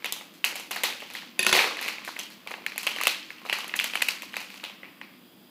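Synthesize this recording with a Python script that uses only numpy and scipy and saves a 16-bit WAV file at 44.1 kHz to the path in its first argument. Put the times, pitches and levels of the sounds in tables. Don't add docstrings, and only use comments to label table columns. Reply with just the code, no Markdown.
import sys
import numpy as np
from scipy import signal
from scipy.fft import rfft, irfft, next_fast_len
from scipy.io import wavfile
from scipy.ndimage import uniform_filter1d

SR = 44100
rng = np.random.default_rng(int(sys.argv[2]) if len(sys.argv) > 2 else 0)


def rack_gain(trim_db):
    fader = np.asarray(trim_db, float)
    return 10 ** (fader / 20)


def store_wav(level_fs):
    pcm = np.round(np.clip(np.atleast_2d(level_fs), -1, 1) * 32767)
    wavfile.write(sys.argv[1], SR, pcm.T.astype(np.int16))


N = 242858

# frequency in Hz, density in dB per Hz.
AIR_SPECTRUM = [(15, -44), (60, -44), (102, -17), (141, -14), (185, -2), (263, -3), (350, -3.5), (395, -14),
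                (451, -12), (887, -17.5), (2160, -22), (3340, -17), (8360, -44), (14800, -21.5),
                (16000, -30)]
# centre in Hz, width in Hz, level in dB.
APPLIANCE_BANDS = [(3295, 54, -69.5), (4890, 370, -69.5), (11200, 1300, -73.5), (8300, 3500, -74),
                   (200.4, 10.3, -65), (243.6, 9.1, -66), (305, 13, -71)]
# time in s, crinkle in dB, brightness in dB, treble sent to the walls in dB,
# room answer under a crease in dB.
HANDS = [(0.0, -40, -1, -2.5, -20.5), (0.3, -43, -4, -1, -19), (0.67, -57, 11, -6.5, -16.5),
         (1.21, -45, 12.5, -3, -15.5), (1.5, -38, -16, 3, -11.5), (1.7, -25.5, 0, -7, -15.5),
         (2.14, -36.5, 2, 2.5, -20), (2.3, -44.5, 1, -6.5, -15), (2.63, -39, -4, -5, -22),
         (2.96, -33, 8, -2, -18.5), (3.03, -26, -11, -5, -20), (3.24, -39, 7.5, 2, -20),
         (3.6, -33, -19, -5.5, -16), (3.97, -33, 1, -0.5, -23.5), (4.35, -39, 0.5, -5, -19),
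         (4.55, -39, 4, -1, -17.5), (5.18, -43.5, -24, -24, -18.5), (5.5, -76, -20, -9, -15)]
# frequency in Hz, density in dB per Hz.
FOIL_SPECTRUM = [(180, -50), (300, 14.5), (439, -3), (517, -37), (863, -24), (1030, 9), (1460, 2),
                 (2610, 6.5), (3020, 3), (5570, -20), (9140, -40), (11100, -42), (15500, -61)]
# start in s, peak in dB, patch
# ring in Hz, body in dB, tick in dB.
MAIN_CREASES = [(0.023, -33, 2160, -7, -21), (0.0444, -13.5, 2320, -17, -15), (0.0529, -23, 3360, -12, -20),
                (0.0625, -20.5, 3000, -13, -20), (0.1232, -19.5, 3570, -8, 6), (0.21, -28.5, 2310, -2, -10),
                (0.4423, -6, 2580, -23, -13.5), (0.4476, -15.5, 2100, -11, 5.5), (0.5551, -24, 2090, -3, 1),
                (0.5572, -24.5, 2870, -5, -2), (0.5977, -28.5, 2440, -4, 2.5), (0.7094, -22, 1800, -8, -7),
                (0.7134, -20.5, 2570, -9, 5), (0.7645, -19, 1980, -10, -12), (0.8345, -15, 2550, -7, -4),
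                (0.835, -15.5, 3740, -29, 4), (0.8382, -10.5, 2150, -6, -2), (0.9253, -23, 2240, -36, -12),
                (1.003, -27, 2940, -18, -7), (1.0206, -29, 2210, -6, -20), (1.101, -28, 2250, -9, -7),
                (1.1512, -20.5, 2220, -16, -11), (1.161, -33, 3140, -22, -15),
                (1.2227, -31, 1920, -19, -20),
                (1.54, -12, 2620, -6, -12), (1.5509, -8, 2140, -6, -10), (1.5653, -7.5, 2250, -9, -20),
                 (1.5736, -12.5, 3530, -2, -15), (1.5895, -6.5, 2200, -16, -27),
                 (1.592, -7, 2220, -19, -33), (1.6028, -15, 2230, -7, -24), (1.61, -12.5, 2160, -11, -11),
                 (1.6271, -19, 2400, -11, -15), (1.6421, -16, 2100, -1, -8), (1.7696, -22, 2150, -14, -13),
                 (1.7903, -21, 2230, -21, -25), (1.813, -18.5, 2380, -6.5, -2.5),
                 (1.8263, -20, 2260, -26, -7), (1.8424, -21, 2195, -12, -17),
                 (1.8609, -18.5, 2260, -5.5, -11), (1.8858, -15.5, 2240, -25, -15),
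                 (1.9833, -25.5, 2250, -14, -43), (2.0485, -24.5, 2320, -50, -4),
                 (2.076, -20.5, 1820, -10, -17), (2.0808, -22.5, 1650, -20, -15),
                 (2.166, -22.5, 2080, -16, -29), (2.19, -20, 2860, -15, -5), (2.233, -32.5, 6400, -23, -22),
                 (2.3024, -35, 2000, -5, 3),
                (2.4731, -20.5, 2540, -8, -12.5), (2.5092, -27.5, 1260, 4, 1.5),
                (2.5146, -21.5, 2180, -7.5, -33), (2.5393, -20, 2200, -7, -31), (2.6405, -38, 2500, 1, -15),
                (2.6638, -12.5, 2260, -20.5, -12), (2.72, -24, 2130, -13, -15),
                (2.7596, -27.5, 2770, -4, -11), (2.7789, -15.5, 2440, -20, 1),
                (2.8312, -20, 2680, -13, 0.5), (2.8674, -13.5, 2470, -7, -3.5),
                (2.8722, -10.5, 2720, -23, -33), (2.962, -18.5, 2750, -13, -11),
                (2.9856, -19.5, 2010, -14, -16), (3.004, -19, 2400, -11, -30),
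                (3.012, -16.5, 1180, -35, -2), (3.028, -21, 2390, -34, -21), (3.035, -11, 2330, -14, -4),
                (3.0543, -17.5, 2650, -14, -6), (3.07, -4, 2500, -12.5, -5.5), (3.078, -12, 3900, -33, -3),
                (3.146, -21.5, 2680, -40, -20), (3.304, -25, 2200, -18, -18.5),
                (3.383, -37, 2520, -14, -17),
                (3.451, -27, 1190, 0, -7.5), (3.461, -26.5, 2370, -2, -14), (3.497, -13.5, 2660, -14, -20),
                (3.5267, -11, 2110, -12, -16.5), (3.5327, -19, 2500, -29, -13),
                (3.6053, -24.5, 2900, -17, -11), (3.6435, -23, 2340, -8, -13),
                (3.6792, -36.5, 1640, -3, 9.5), (3.6946, -24.5, 2550, -31, -39), (3.716, -39, 2400, 2, -15),
                (3.7393, -13.5, 2080, -13.5, -46), (3.755, -26, 1880, -25, -11), (3.759, -32, 2550, -37, 7),
                (3.764, -29, 2680, -26, 8.5), (3.7903, -10.5, 3070, -27, -33),
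                (3.7986, -8, 2530, -46, -10.5), (3.8095, -19.5, 2810, -13, -19),
                (3.842, -12.5, 2060, -12.5, -1.5), (3.899, -25, 2620, -25, -15),
                (3.9353, -17.5, 2600, -14, -18), (3.946, -29, 3500, -12, 0),
                (3.9546, -11.5, 2300, -10, -7.5), (3.973, -20, 2630, -13, -23),
                (4.0074, -23, 2160, -21, -28), (4.0193, -12.5, 2670, -19, -7),
                (4.0219, -7.5, 2560, -18, -7), (4.0849, -10.5, 2410, -18, -3.5),
                (4.087, -11, 2530, -20, -11), (4.0907, -22, 4920, -32, -14), (4.108, -20, 4700, -32, -18),
                (4.106, -26, 2440, -28, -9), (4.172, -30.5, 2200, -28, -17), (4.221, -22, 2520, -19, -3.5),
                (4.231, -30, 2670, -1, -4), (4.334, -30, 2820, -14, -15), (4.341, -20.5, 2110, -12, -21),
                (4.3669, -14, 2450, -14.5, -11.5), (4.4033, -25.5, 2480, -11, 1),
                (4.5411, -32, 2530, -7, -4), (4.5986, -34, 2360, -21, -23),
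                (4.6383, -21, 2550, -10.5, -11.5), (4.6398, -26, 3600, -30, -14),
                (4.8318, -29, 2140, -6.5, -46), (4.843, -36, 2240, -13, -40),
                (5.0139, -24, 2180, -12.5, -26)]
# start in s, peak in dB, patch ring in Hz, body in dB,
# tick in dB.
STRAY_CREASES = [
    (0.3385, -40.5, 2150, -6, 1.5),
    (0.3764, -46, 2270, -5, -7),
    (0.6015, -34, 2830, -15, 5),
    (1.14, -36, 3800, -6, -10),
    (1.378, -43, 2360, 5, -21),
]
# start in s, peak in dB, patch ring in Hz, body
# in dB, tick in dB.
FURTHER_CREASES = [(0.0572, -19, 2560, -11, -9), (0.163, -34.5, 1120, 5, -20), (0.473, -39, 1110, -16, -15),
                   (0.525, -26, 2200, -5, -18), (0.7172, -20, 2590, -9, -13), (0.7753, -40, 1010, -4, -18),
                   (1.0273, -33.5, 880, 6, -24), (1.1293, -41, 3000, -17, -7), (1.2307, -38, 1010, -1, -21),
                   (1.6574, -25, 1100, -5, -18), (1.673, -21, 1120, 1, -16), (1.709, -27.5, 1200, -3, -10),
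                   (1.8028, -29, 2380, -6, -8), (1.873, -27, 2340, -20, -7), (1.881, -18, 2540, -19, -8),
                   (2.0187, -33.5, 2180, -7, -26), (2.0897, -24, 1140, -27, -29), (2.1822, -36, 1030, 1, -23),
                   (2.464, -38, 1000, 3, -25), (2.5803, -36, 990, 3, -25), (2.6197, -35, 2290, -4, -20),
                   (2.877, -16, 2730, -18, -21), (2.9698, -29.5, 1000, -11, -25),
                   (3.0126, -17.5, 2330, -27, -10), (3.4158, -38, 1000, -4, -11),
                   (3.489, -26, 2280, -15, -14), (3.529, -12.5, 2610, -35, -11),
                   (3.586, -24.5, 1120, -15, 0.5), (3.633, -32, 1100, -11, -25), (3.7614, -29, 2640, -25, 6),
                   (3.7674, -30, 2570, -25, 7.5), (3.981, -34, 990, -12, -25), (4.3577, -30, 3880, -22, -12),
                   (4.502, -32, 2240, -20, -6), (4.634, -32, 1010, -16, -25), (4.8484, -35, 2110, -24, -36),
                   (4.855, -34, 2300, -25, -36), (4.8865, -42, 2170, -23, -36), (5.0392, -38, 2220, -18, -36),
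                   (0.3516, -50, 2400, -15, 2), (0.5606, -32, 2600, -12, 6), (0.7605, -20, 2280, -2.5, -3),
                (1.073, -46, 2500, -15, 1), (1.136, -37, 3260, -15, 5), (1.168, -28, 3200, -27, -18),
                (1.171, -43, 3820, -16, -9), (1.8492, -23, 2300, -12, -15), (2.163, -30, 2050, -10, -16),
                (2.1945, -25, 6150, -25, -12), (2.2, -26, 3030, -10, -15), (2.212, -35, 6500, -25, -15),
                (2.4992, -38, 2620, -17, -2), (2.9152, -23, 2700, -13, -16), (2.9424, -35, 3000, -14, -2),
                (3.7422, -30, 3760, -22, -25), (3.7929, -24, 3270, -20, -17), (3.845, -22, 2920, -12, -14),
                (3.9564, -17, 2900, -22, -18), (4.3247, -36, 2550, -16, -5), (4.574, -37, 2500, -7, -8),
                (4.65, -29, 3560, -25, -20), (4.698, -33, 2600, -4, -14)]
# frequency in Hz, density in dB per Hz.
WALL_SPECTRUM = [(120, -65), (200, -5.5), (630, -8.5), (925, -0.5), (1410, -4.5), (1850, -5), (2300, -1),
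                 (2900, 2.5), (4200, 4), (5700, -5.5), (8870, -14.5), (10800, -9.5), (12500, -10.5),
                 (15500, -13.5)]
# frequency in Hz, T60 in s.
ROOM_DECAY = [(250, 0.14), (500, 0.65), (1000, 0.32), (2000, 0.46), (4000, 0.39), (6500, 0.41),
              (9500, 0.37), (14000, 0.28)]
# start in s, peak in dB, handles in dB, tick in dB, blade share 0-1.
TOUCHDOWNS = [
    (1.3921, -9, -15.5, -12, 1),
    (1.4026, -25, -12, -7, 0.7),
    (1.4285, -16.5, -15, -8, 1),
    (1.4303, -18.5, -20, -25, 1),
    (1.448, -19.5, -11, -26, 0.8),
    (1.4654, -5.5, -12, -14, 0.46),
    (1.492, -13, -10, -30, 0.05),
    (1.513, -17.5, -14, -35, 0.6),
    (1.527, -5, -9.5, -21, 0),
    (1.5293, -10, -15, -17, 0.41),
]
# frequency in Hz, level in dB, T60 in s.
BLADE_MODES = [(1030, -38, 0.049), (1640, -10.5, 0.032), (1820, -6.5, 0.054), (2550, 3.5, 0.031),
               (3420, -17, 0.025), (2800, -6, 0.028), (3690, -6.5, 0.035), (4630, -8.5, 0.048),
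               (6470, -11, 0.017), (6160, -14.5, 0.043), (7450, -3, 0.0074), (10870, 1, 0.015),
               (11080, -10, 0.031), (11250, -11, 0.015)]
HANDLE_MODES = [(370.6, -11.5, 0.21), (520, -2.5, 0.026), (677, -0.5, 0.047), (880, -15, 0.07),
                (1035, -1, 0.099), (1124, -9, .05), (1480, -3, 0.13), (2280, 0, 0.042), (3200, -4, 0.034),
                (5750, -10, 0.072), (6360, 1, 0.045)]
COUNTER_MODES = [(131, -9, 0.43), (210.5, 13.5, 0.098)]
# frequency in Hz, gain in dB.
PORT_RESPONSE = [(4800, -0.5), (5350, -1.5), (5800, 0), (8300, 1.5), (9300, 0), (10100, 0)]

AIR_DB, MAINS_HZ, MAINS_DB = -54, 50, -94
SNAP_DB = -9
ROOM_PIVOT_DB, ROOM_SLOPE = -26.5, 0.89
SPOTS = 3
ECHO_GRAIN_DB, ECHO_GRAIN_S = 1.6, 0.0025
KNOCK_ROOM_DB, STEEL_ROOM_DB = -21, -4
THUMP_S, THUMP_DB, THUMP_HZ, THUMP_T60_S = 1.5262, -42, 60, 0.012
TOP_HZ = 15350


def level(x, db):
    return x * rack_gain(db) / np.sqrt(np.mean(x ** 2))


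def peak(x, db):
    return x * rack_gain(db) / np.abs(x).max()


def colour(x, points):
    hz, db = np.transpose(points)
    size = next_fast_len(len(x))
    f = np.maximum(np.arange(size // 2 + 1) * SR / size, 1)
    gain = rack_gain(np.interp(np.log(f), np.log(hz), db))
    return irfft(rfft(x, size) * gain, size)[:len(x)]


def band(x, lo_hz, hi_hz):
    return signal.sosfilt(signal.butter(2, [lo_hz, hi_hz], "band", fs=SR, output="sos"), x)


def high_pass(x, order, hz):
    return signal.sosfilt(signal.butter(order, hz, "high", fs=SR, output="sos"), x)


def split(x, centres_hz):
    size = next_fast_len(x.shape[-1])
    f = np.log(np.maximum(np.arange(size // 2 + 1) * SR / size, 1))
    masks = np.array([np.interp(f, np.log(centres_hz), row) for row in np.eye(len(centres_hz))])
    return irfft(rfft(x, size) * masks, size)[:, :x.shape[-1]]


def ring(hz, t60_s, rise_s, turn, size=2048):
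    t = np.arange(size) / SR
    return np.sin(2 * np.pi * (hz * t + turn)) * 1000 ** (-t / t60_s) * (1 - np.exp(-t / rise_s))


def unit_energy(x):
    return x / np.sqrt(np.sum(x ** 2))


def add(out, s, sound):
    i = int(s * SR)
    out[..., i:i + sound.shape[-1]] += sound[..., :N - i]


def air():
    out = level(colour(rng.standard_normal(N), AIR_SPECTRUM), AIR_DB)
    for hz, width_hz, db in APPLIANCE_BANDS:
        out += level(band(rng.standard_normal(N), hz - width_hz / 2, hz + width_hz / 2), db)
    hum = np.sin(2 * np.pi * MAINS_HZ * np.arange(N) / SR)
    return out + level(hum, MAINS_DB)


def crinkle(rate_hz=1500, spread_db=4.5):
    s, db, bright_db, *_ = np.transpose(HANDS)
    t = np.arange(N) / SR
    low, high = np.zeros(N), np.zeros(N)
    for hz in 400 * 2 ** np.arange(0, 5.3, 0.5):
        sizes_db = spread_db * np.minimum(rng.exponential(size=N), 4)
        clicks = (rng.random(N) < rate_hz / SR) * rack_gain(sizes_db) * rng.choice([-1, 1], N)
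        grain = level(band(clicks, hz / 1.39, min(hz * 1.5, 20000)), 0) * np.sqrt(hz)
        if hz < 5500:
            low += grain
        else:
            high += grain
    low, high = level(colour(low, FOIL_SPECTRUM), 0), level(colour(high, FOIL_SPECTRUM), 0)
    bright = rack_gain(np.interp(t, s, bright_db))
    return rack_gain(np.interp(t, s, db) - 16.5) * (low + high * bright)


def tick(db, t60_s=0.011):
    t = np.arange(2048) / SR
    spray = rng.standard_normal(len(t)) * 1000 ** (-t / t60_s) * (1 - np.exp(-t / 0.0001))
    wide = band(spray, 5700, 8640)
    wide += rack_gain(1.5) * band(spray, 12530, 13900)
    wide += rack_gain(-3.5) * band(spray, 3970, 5270)
    wide += rack_gain(3.0) * band(spray, 9800, 11830)
    return peak(wide, db)


def crack(size, t60_s, lo_hz, hi_hz):
    t = np.arange(size) / SR
    return band(rng.standard_normal(size) * 1000 ** (-t / t60_s), lo_hz, hi_hz)


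def answer(db, body_db, tick_db, tone, tone_share):
    out = np.zeros((3, len(tone)))
    out[:, 0] = rack_gain([0.55 * body_db + 8.5, 2.5 + 0.25 * min(tick_db, 0), 0.72 * tick_db + 7.5])
    out[1] += tone_share * unit_energy(tone)
    return out * rack_gain(db)


def crease(hz, body_db, tick_db):
    chance = rng.random((3, 5, 1))
    ratio = np.array([[1], [1.16], [0.82], [1.5], [1.85]]) * (1 + 0.17 * (chance[0] - 0.5))
    dull_db = 0.2 * min(tick_db - 14.0, 0)
    share = rack_gain([[0], [-5], [-6], [-7.5 + dull_db], [-10.5 + dull_db]])
    patch = (share * ring(hz * ratio, 0.008 + 0.007 * chance[2], 0.0004, chance[1])).sum(axis=0)
    body_hz = 480 * 2.674 ** ((chance[2] + np.arange(5)[:, None]) / 5)
    body = ring(body_hz, 0.017, 0.00062, chance[1]).sum(axis=0)
    sound = peak(patch, 0) + peak(body, body_db - 0.5) + tick(tick_db)
    return sound + peak(crack(2048, 0.0079, 1280, 3100), SNAP_DB)


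def creases():
    near, far = np.zeros(N), np.zeros((SPOTS, 3, N))
    hands = np.transpose(HANDS)
    gestures = MAIN_CREASES
    events = gestures + STRAY_CREASES + FURTHER_CREASES
    for k, (s, db, hz, body_db, tick_db) in enumerate(events):
        add(near, s, peak(crease(hz, body_db, tick_db), db + max(tick_db, 0) + 0.5))
        room_db = ROOM_PIVOT_DB + ROOM_SLOPE * (db - ROOM_PIVOT_DB) + np.interp(s, hands[0], hands[-1])
        blur = ring(1.06 * hz, 0.0023, 0.0001, 0)
        add(far[k % SPOTS], s, answer(room_db, body_db, tick_db, blur, 0.4))
    return near, far


def room(far, first_s=0.003):
    t = np.arange(int(0.9 * SR)) / SR
    noise = colour(rng.standard_normal(len(t)), WALL_SPECTRUM)
    noise /= np.std(band(noise, 970, 4800))
    hz, t60_s = np.transpose(ROOM_DECAY)
    tail = (split(noise, hz) * 1000 ** (-t / t60_s[:, None])).sum(axis=0)
    clump = int(ECHO_GRAIN_S * SR)
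    steps = np.repeat(rng.standard_normal(len(t)), clump)[:len(t)]
    tail *= rack_gain(ECHO_GRAIN_DB * uniform_filter1d(steps, clump))
    tail *= np.clip((t - first_s) / 0.0026, 0, 1)
    low, mid, upper, high = split(tail, [700, 1600, 4200, 7000])
    s, *_, treble_db, _ = np.transpose(HANDS)
    treble = rack_gain(np.interp(np.arange(N) / SR, s, treble_db))
    gains = np.array([np.ones(N), np.ones(N), treble])
    return signal.fftconvolve(far * gains, [low, mid + upper, high], axes=1).sum(axis=0)[:N]


def strike(modes, upper_cut_db=0):
    hz, mode_db, t60_s = np.array(modes).T[:, :, None]
    scatter, turn = rng.standard_normal((2, len(modes), 1))
    gain = rack_gain(mode_db - upper_cut_db * (hz > 600) + 1.5 * scatter)
    return (gain * ring(hz * (1 + 0.006 * turn), t60_s, 0.0003, turn, size=16384)).sum(axis=0)


def scissors():
    near, far = np.zeros(N), np.zeros((3, N))
    for s, db, handle_db, tick_db, blade_share in TOUCHDOWNS:
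        blades = strike(BLADE_MODES)
        handles = strike(HANDLE_MODES, 14 * blade_share)
        counter = strike(COUNTER_MODES)
        steel = np.clip(blade_share, 0.05, 0.95)
        plastic = crack(len(blades), 0.014, 1140, 3800)
        sound = steel * peak(blades, 0) + (1 - steel) * peak(plastic, 0) + peak(handles, handle_db)
        sound[:2048] += tick(tick_db)
        add(near, s, peak(band(sound, 220, 19400), db + 2.0) + peak(counter, db - 28 - 2.0 * steel))
        room_db = db + KNOCK_ROOM_DB + STEEL_ROOM_DB * blade_share
        sent = (1 - 0.45 * steel) * answer(room_db + 7.0, handle_db, tick_db, blades, 0)
        short_ring = blades * 1000 ** (-np.arange(len(blades)) / SR / 0.03)
        sent[1:] += steel * rack_gain([[room_db], [room_db + 2]]) * unit_energy(short_ring)
        add(far, s, sent)
    return near, far


def thump():
    return peak(ring(THUMP_HZ, THUMP_T60_S, 0.0005, 0), THUMP_DB)


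def scene():
    foil, foil_far = creases()
    steel, steel_far = scissors()
    foil = high_pass(foil, 3, 200)
    steel = high_pass(steel, 2, 75)
    add(steel, THUMP_S, thump())
    foil_far[0] += steel_far
    walls = band(sum(room(far) for far in foil_far), 170, 20000)
    return (foil + steel + crinkle() + rack_gain(-1.9) * walls + air())[None]


def top_cut(x):
    return signal.sosfilt(signal.butter(12, 16640, fs=SR, output="sos"), x)


def record(dry):
    ported = colour(dry[0], PORT_RESPONSE)
    soft = signal.sosfilt(signal.ellip(6, 0.2, 32, TOP_HZ, fs=SR, output="sos"), ported)[None]
    return top_cut(soft)


dry = scene()
out = record(dry)
store_wav(out)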